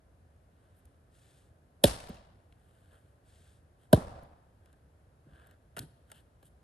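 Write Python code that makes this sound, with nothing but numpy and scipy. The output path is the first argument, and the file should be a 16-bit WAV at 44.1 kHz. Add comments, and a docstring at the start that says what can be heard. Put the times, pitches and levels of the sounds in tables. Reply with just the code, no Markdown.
"""Two axe blows crack and thump into a round of firewood and scatter back from the trees.
The place is a still forest, with a pair of microphone ports on the ground some metres from the block.
Filtered noise makes the cracks, splinters, cloth and litter; damped sines make the ringing wood and thuds.
Sleeves swish as the axe is lifted, boots scuff the litter, and at the end the wood is knocked and shifted.
Random echo taps make the forest's answer, and a steady noise from all around makes the quiet air."""
import sys
import numpy as np
from scipy import signal
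from scipy.fft import rfft, irfft
from scipy.io import wavfile
from scipy.ndimage import uniform_filter1d

SR = 44100
rng = np.random.default_rng(int(sys.argv[2]) if len(sys.argv) > 2 else 0)


def waveform_to_disk(signal):
    """Save audio, clipped to [-1, 1], as 16-bit WAV at the path in sys.argv[1]."""
    frames = np.transpose(np.atleast_2d(signal))
    scaled = np.clip(frames, -1, 1) * 32767
    samples = np.round(scaled).astype(np.int16)
    wavfile.write(sys.argv[1], SR, samples)


N = 292383
HZ = np.fft.rfftfreq(N, 1 / SR)
TIME = np.arange(N) / SR
SHORT = TIME[:16384]  # time axis of one short sound

# the axe blows and the forest's answer to each: start_s, ring_db, pitch_factor, boom_db, boom_t60_s,
# crack_db, tearing_fibres_db, forest_db, forest_treble_db
AXE_BLOWS = [(1.8382, -9, .95, -17, 0.078, -11, -28, -20.5, 1.5),
             (3.9287, -7.5, 1.02, -9.5, 0.079, -19.5, -39.5, -20, -11.5)]
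# spectrum of small wood snapping, before any tilt: frequency_hz, relative_density_db_per_hz
SNAP_SPECTRUM = [(500, -6), (1500, 1), (3500, 1), (6000, -11.5), (8500, -8), (11000, -2), (12500, -9.5),
                 (14000, -49), (16000, -42)]


def amp(db):
    """Decibels to gain."""
    return 10 ** (np.asarray(db) / 20)


def evened(x):
    """Scales to rms 1."""
    return x / np.sqrt(np.mean(x ** 2) + 1e-20)


def read(points, hz):
    """Reads a table on a log-frequency axis."""
    f, value = np.transpose(points)
    return np.interp(np.log(hz + 1), np.log(f), value)


def add(mix, s, sound):
    """Mixes a sound in at time s."""
    part = mix[round(s * SR):][:len(sound)]
    part += sound[:len(part)]


def noise(spectrum, size, tilt_db=0):
    """Noise of rms 1 with a spectrum, tilted in dB per octave and rolled off under its lowest point."""
    hz = np.fft.rfftfreq(size, 1 / SR)
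    octaves = np.log2(np.maximum(hz, 500) / 1000)  # the tilt stops below 500 Hz
    colour = amp(read(spectrum, hz) + tilt_db * octaves)
    lowest = spectrum[0][0]
    low_cut = hz ** 2 / (hz ** 2 + lowest ** 2 / 2)
    return evened(irfft(rfft(rng.standard_normal(size)) * colour * low_cut, size))


def decay(t60):
    """An exponential fade that loses 60 dB in t60 seconds."""
    return np.exp(-np.log(1000) * SHORT / t60)


def burst(spectrum, rise, t60, tilt_db=0):
    """A short spray of tiny fractures: noise that swells and dies (rise and t60 in s)."""
    fade = decay(t60) * (1 - np.exp(-SHORT / rise))
    return noise(spectrum, len(SHORT), tilt_db) * fade / fade.max()


def mode(hz, t60, swell):
    """A damped mode that swells over its first cycles."""
    cycles = SHORT * hz
    fade = decay(t60) * (1 - np.exp(-(cycles / swell) ** 2))
    return np.sin(2 * np.pi * cycles) * fade / fade.max()


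def grain(size, depth_db):
    """The uneven grip of two surfaces rubbing, as a gain that changes every few milliseconds."""
    return amp(depth_db * evened(uniform_filter1d(rng.standard_normal(size), size=150)))


def axe():
    """The head rushes down, the edge bites, the round cracks, rings and booms, fibres tear and chips fly."""
    # modes of the round on its block, before each blow's pitch factor: frequency_hz, relative_level_db, t60_s
    round_modes = [(268.4, -12.5, .05), (339.7, -10, 0.042), (440, -10.5, 0.056), (608, -0.5, .036),
                   (740, -12.5, .045), (942, -7, 0.041), (1148, -16.5, 0.01), (1515, -16.5, .022)]
    # steel biting into wood, before any tilt: frequency_hz, relative_density_db_per_hz
    crack_spectrum = [(500, -7), (1650, -0.5), (2300, -12), (3000, -0.5), (3750, 4), (4700, -7.5),
                      (5400, -6), (6400, -15.5), (7700, -7), (8700, -9), (10700, 5.5), (12200, -8),
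                      (13500, -27), (16000, -34)]
    # the split running on through the round in jerks: delay_after_blow_s, level_relative_to_crack_db
    split_jerks = [(.0042, -9), (.0167, -17)]
    # air around the falling head: frequency_hz, relative_density_db_per_hz
    rush_spectrum = [(120, -5.5), (450, -1), (700, -2), (1200, -18), (3000, -37)]
    swing_s, swing_db = .047, -55.5
    chip_flight_s = .07  # the first chips come down at least this long after a blow

    out = np.zeros(N)
    size = int(swing_s * SR)
    for s, ring_db, pitch, boom_db, boom_t60, crack_db, tear_db, _, _ in AXE_BLOWS:
        rush = noise(rush_spectrum, size) * np.linspace(0, 1, size) ** 2
        add(out, s - swing_s, amp(swing_db) * rush)
        # first bite through the surface
        bite = burst(crack_spectrum, rise=.001, t60=0.0092, tilt_db=3.5)
        add(out, s - .001, amp(crack_db - 14.5) * bite)
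        crack = burst(crack_spectrum, rise=.0005, t60=.015, tilt_db=0.5)
        add(out, s + .001, amp(crack_db) * crack)
        for delay, db in split_jerks:
            jerk = burst(crack_spectrum, rise=.0003, t60=.018, tilt_db=2.0)
            add(out, s + delay, amp(crack_db + db) * jerk)
        tearing = burst(crack_spectrum, rise=0.0043, t60=.11, tilt_db=-1.0)
        add(out, s + .001, amp(tear_db - 4.0) * tearing)
        chips = splinters(per_s=110, t60=1.0, uneven_db=5)
        add(out, s + chip_flight_s, amp(tear_db - 26.5) * chips)
        add(out, s + 0.0007, amp(boom_db) * boom(boom_t60, start_hz=499, glide=0.0047, swell=0.0063))
        for hz, db, t60 in round_modes:
            add(out, s, amp(ring_db + db) * mode(hz * pitch, t60, swell=2.0))
    return out


def boom(t60, start_hz, glide, swell):
    """The soft ground holds back the low part of a blow, so it arrives as a falling boom (times in s)."""
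    # the pitch falls as start_hz / (1 + t / glide)
    cycles = start_hz * glide * np.log(1 + SHORT / glide)
    fade = decay(t60) * (1 - np.exp(-(SHORT / swell) ** 2))
    return np.sin(2 * np.pi * cycles) * fade / fade.max()


def splinters(per_s, t60, uneven_db):
    """Chips fly off a split and patter down, most tiny, a few sharp, weaker as time goes on."""
    unevenness = np.minimum(rng.exponential(1, len(SHORT)), 3)
    sizes = amp(uneven_db * unevenness - 60 * SHORT / t60)
    chips = sizes * (rng.random(len(SHORT)) < per_s / SR)
    return signal.fftconvolve(chips, burst(SNAP_SPECTRUM, rise=.0002, t60=0.0087))


def knocks():
    """Wood knocks on wood: a spray of contact noise and the damped modes of a split billet."""
    # the knocks, each mode's pitch varying a little at random: start_s, level_db, pitch_factor
    knock_events = [(5.7660, -38.5, 1.02), (5.7700, -37.5, 0.93), (5.781, -37.5, 1.02), (6.1005, -58, 1.0),
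                    (6.1165, -48, 0.94), (6.4276, -54.5, 0.59)]
    # modes of a split billet, before the pitch factor: frequency_hz, relative_level_db, t60_s
    billet_modes = [(407, -11, 0.058), (684, -3.5, 0.032), (930, -1, 0.066), (1467, 0, 0.03),
                    (1870, -4.5, 0.034), (2960, -6.5, 0.032)]
    out = np.zeros(N)
    for s, db, pitch in knock_events:
        contact = burst(SNAP_SPECTRUM, rise=0.00037, t60=0.0383, tilt_db=4.5)
        add(out, s, amp(db - 8.5) * contact)
        for hz, mode_db, t60 in billet_modes:
            ring = mode(hz * pitch * rng.uniform(0.93, 1.04), t60, swell=1.0)
            add(out, s, amp(db + mode_db - 3) * ring)
    return out


def snaps():
    """Splinters and twigs snap, each a very short burst of fractures."""
    # start_s, level_db, brightness_db_per_octave
    snap_events = [(.8541, -59.5, 9.5), (2.0024, -45, 0), (2.0713, -50, -2), (2.0913, -49.5, 12),
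                   (2.1697, -58, -4), (2.5244, -59.5, -3.5), (4.2333, -61, 14), (4.6583, -62, 1.5),
                   (4.7285, -63.5, 5), (5.4705, -60, 10), (5.5108, -61.5, 4), (5.7907, -31.5, 5),
                   (6.1164, -44.5, 3)]
    out = np.zeros(N)
    for s, db, tilt_db in snap_events:
        add(out, s, amp(db) * burst(SNAP_SPECTRUM, rise=0.0005, t60=0.01382, tilt_db=tilt_db))
    return out


def landings():
    """Wood and boots land on soft ground: a slap, the full weight, then earth and litter settling. The row at
    1.857 s is not a landing but a deep thump under the first axe blow."""
    # start_s, level_db, pitch_hz of the full weight
    landing_events = [(.843, -56, 70.4), (1.857, -32.5, 54.5), (2.097, -35.5, 200), (3.975, -28, 192),
                      (4.018, -43, 83), (4.105, -47.5, 120), (4.232, -52, 130), (5.268, -50, 135),
                      (5.32, -54, 69), (5.772, -45, 171), (5.799, -39.5, 119.6), (5.831, -43, 151)]
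    # earth and litter settling under a weight: frequency_hz, relative_density_db_per_hz
    soil_spectrum = [(45, -3), (110, 0), (300, -4), (600, -16), (1500, -40), (4000, -70)]
    soil_db, soil_t60 = -13, .17  # level relative to the thud; seconds
    # first contact: higher, weaker and just ahead (s) of the full weight
    slap_ratio, slap_db, slap_lead_s = 2.1, -4, .004
    out = np.zeros(N)
    for s, db, hz in landing_events:
        add(out, s - slap_lead_s, amp(db + slap_db) * thud(hz * slap_ratio))
        add(out, s, amp(db) * thud(hz))
        add(out, s, amp(db + soil_db) * burst(soil_spectrum, rise=.004, t60=soil_t60))
    return out


def thud(hz):
    """A few cycles of a weight pressing into soft ground; lower thuds last longer."""
    damping_cycles = 9  # the ground damps every thud by 60 dB in this many cycles
    return mode(hz, damping_cycles / hz, swell=0.94)


def sleeves():
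    """Cloth swishes while the axe is lifted: grainy noise that follows the speed of the arms."""
    # the lifts: start_s, length_s, level_db
    lift_events = [(1.10, .43, -71), (3.233, .41, -71)]
    # sliding cloth: frequency_hz, relative_density_db_per_hz
    cloth_spectrum = [(600, -9), (1600, 1), (2300, -5.5), (3400, -2), (6000, -11), (8500, -2.5),
                      (11000, -4), (13000, -23), (15000, -36)]
    rise_s, fall_s, grain_db = 0.058, .15, 1.33
    out = np.zeros(N)
    for s, length, db in lift_events:
        t = TIME[:int(length * SR)]
        speed = np.minimum(t / rise_s, 1) * np.minimum((length - t) / fall_s, 1)
        swish = noise(cloth_spectrum, len(t)) * grain(len(t), depth_db=grain_db)
        add(out, s, amp(db) * speed * swish)
    return out


def scuffs():
    """Boots and bark scuff the forest floor: grainy noise fading in and out."""
    # start_s, length_s, level_db, brightness_db_per_octave
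    scuff_events = [(0.398, 0.674, -78.5, 0), (0.744, 0.082, -75, 26), (2.42, 0.84, -75, 2),
                    (2.879, 0.13, -68, -2), (3.77, 0.1257, -73.5, 2.5), (4.594, 0.199, -72.5, -3),
                    (5.219, 0.4, -64.5, -3), (5.772, 0.089, -58, 3), (6.05, 0.2, -68, 2.5),
                    (6.43, 0.0667, -66, 7)]
    # rubbed litter, before the tilt: frequency_hz, relative_density_db_per_hz
    litter_spectrum = [(250, -4), (600, -2), (1100, -2.5), (1600, 1.5), (2300, -14), (3200, -7),
                       (6000, -26.5), (8500, -13.5), (11000, -11.5), (13500, -35), (16000, -54)]
    out = np.zeros(N)
    for s, length, db, tilt_db in scuff_events:
        size = int(length * SR)
        rub = evened(noise(litter_spectrum, size, tilt_db) * grain(size, depth_db=2.5))
        add(out, s, amp(db) * rub * signal.windows.tukey(size, .8))
    return out


def scrapes():
    """The axe slides along the wood: a smooth hiss of steel on fibres."""
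    # start_s, length_s, level_db
    scrape_events = [(6.115, 0.1, -68.5), (6.418, 0.0757, -82)]
    # steel sliding on wood: frequency_hz, relative_density_db_per_hz
    scrape_spectrum = [(1000, -19.5), (2400, -11), (3050, 12), (3700, -9), (4600, -9), (6000, -22),
                       (9000, -8.5), (12000, -13), (14000, -43)]
    out = np.zeros(N)
    for s, length, db in scrape_events:
        size = int(length * SR)
        add(out, s, amp(db) * noise(scrape_spectrum, size) * signal.windows.tukey(size, .7))
    return out


def forest(treble_db, near_db=10.0, near_t60=0.35, far_db=-4.5, far_s=0.3, far_width=0.19, patchy_db=2.0):
    """Answer to one crack: echoes from bank and woodpile close by, then a swell from trunks farther off."""
    # colour of the trees' answer, before the treble shelf: frequency_hz, relative_level_db
    forest_colour = [(25, 0), (55, 15), (120, 6.5), (220, 0), (380, -3.5), (620, 4.5), (850, 2),
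                     (1300, -4.5), (2300, -11), (3500, -8), (5300, -8), (6600, -12.5), (8300, -6.5),
                     (11000, -4.5), (13500, -29), (15000, -52)]
    # decay by frequency, on top of the near and far envelopes: frequency_hz, t60_s
    forest_decay = [(60, 1.1), (300, 0.87), (700, 1.15), (2000, 1.05), (4000, .85), (8000, 0.58),
                    (12000, .45)]
    t = TIME[:int(1.5 * SR)]
    taps = rng.standard_normal(len(t)) * (rng.random(len(t)) < 9000 / SR)  # 9000 echoes a second
    taps *= amp(patchy_db * evened(uniform_filter1d(rng.standard_normal(len(t)), size=300)))
    near = amp(near_db - 60 * t / near_t60)
    far = amp(far_db) * np.exp(-((t - far_s) / far_width) ** 2)
    onset = np.clip((t - .012) / .025, 0, 1)  # silent for the first 12 ms
    taps = evened(taps) * onset * (1 + near + far)
    hz, when, z = signal.stft(taps, SR, nperseg=512)
    colour_db = read(forest_colour, hz) + treble_db * hz ** 4 / (hz ** 4 + 2000 ** 4)
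    z *= amp(colour_db[:, None] - 60 * when / read(forest_decay, hz)[:, None])
    return signal.istft(z, SR, nperseg=512)[1] / 4


def echoes(small, small_db, small_treble_db):
    """The forest throws back each blow, and faintly, with lifted treble, the small sounds."""
    out = amp(small_db) * signal.fftconvolve(small, forest(small_treble_db))[:N]
    for s, *_, forest_db, treble_db in AXE_BLOWS:
        add(out, s, amp(forest_db) * forest(treble_db))
    return out


def air():
    """The quiet air of the forest: steady coloured noise arriving mostly from all around."""
    # frequency_hz, relative_density_db_per_hz
    air_spectrum = [(25, -28.5), (48, -5.5), (80, 1), (200, -15), (380, -19), (620, -18.5), (1100, -26.5),
                    (1600, -29), (2300, -37), (6000, -45), (8500, -43.5), (11400, -39), (13000, -60),
                    (16000, -75.5)]
    air_db = -62.5
    return amp(air_db) * ports(noise(air_spectrum, N), noise(air_spectrum, N), spread=0.79)


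def ports(x, stray, spread):
    """Sound at the two microphone ports; the share that comes from all around grows with frequency."""
    # phase by which the left port leads: frequency_hz, lead_rad
    port_lead = [(100, 0), (500, .5), (720, 1), (1000, 4), (1400, 4.5), (2000, 8), (2800, 7), (3600, 6.5),
                 (5500, 7.5), (7000, 7), (8500, 7.5), (9800, 3), (10900, 4.5), (12500, -4)]
    # level of the left port over the right: frequency_hz, left_minus_right_db
    port_lean = [(150, 0), (600, -2.5), (1000, 1.5), (1400, -1.5), (2800, 6), (3600, 4), (5000, 2.5),
                 (7000, 2), (10000, 0)]
    share = np.clip(spread, 0, 1) * (HZ ** 2 + 110 ** 2) / (HZ ** 2 + 700 ** 2)
    common = rfft(x) * np.sqrt(1 - share / 2)
    opposed = rfft(stray) * np.sqrt(share / 2)
    half = amp(read(port_lean, HZ) / 2)
    lead = np.exp(1j * read(port_lead, HZ))
    left = (common + opposed) * half
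    right = (common - opposed) / half / lead
    return irfft(np.array([left, right]) / np.sqrt((half ** 2 + half ** -2) / 2), N)


def scene():
    """The work at the block, its echoes and the quiet air."""
    small = knocks() + snaps() + landings() + sleeves() + scuffs() + scrapes()
    trees = [echoes(small, small_db=-46, small_treble_db=10.5) for _ in range(2)]
    direct = ports(axe() + small, np.zeros(N), spread=0)
    return direct + ports(*trees, spread=0.77) + air()


def record(dry):
    """The recorder's band limit: a linear-phase low-pass filter."""
    edge_hz = 16500
    low_pass = signal.firwin(511, edge_hz, window=("kaiser", 9), fs=SR)
    return signal.oaconvolve(dry, low_pass[None], "same")


dry = scene()
out = record(dry)
waveform_to_disk(out)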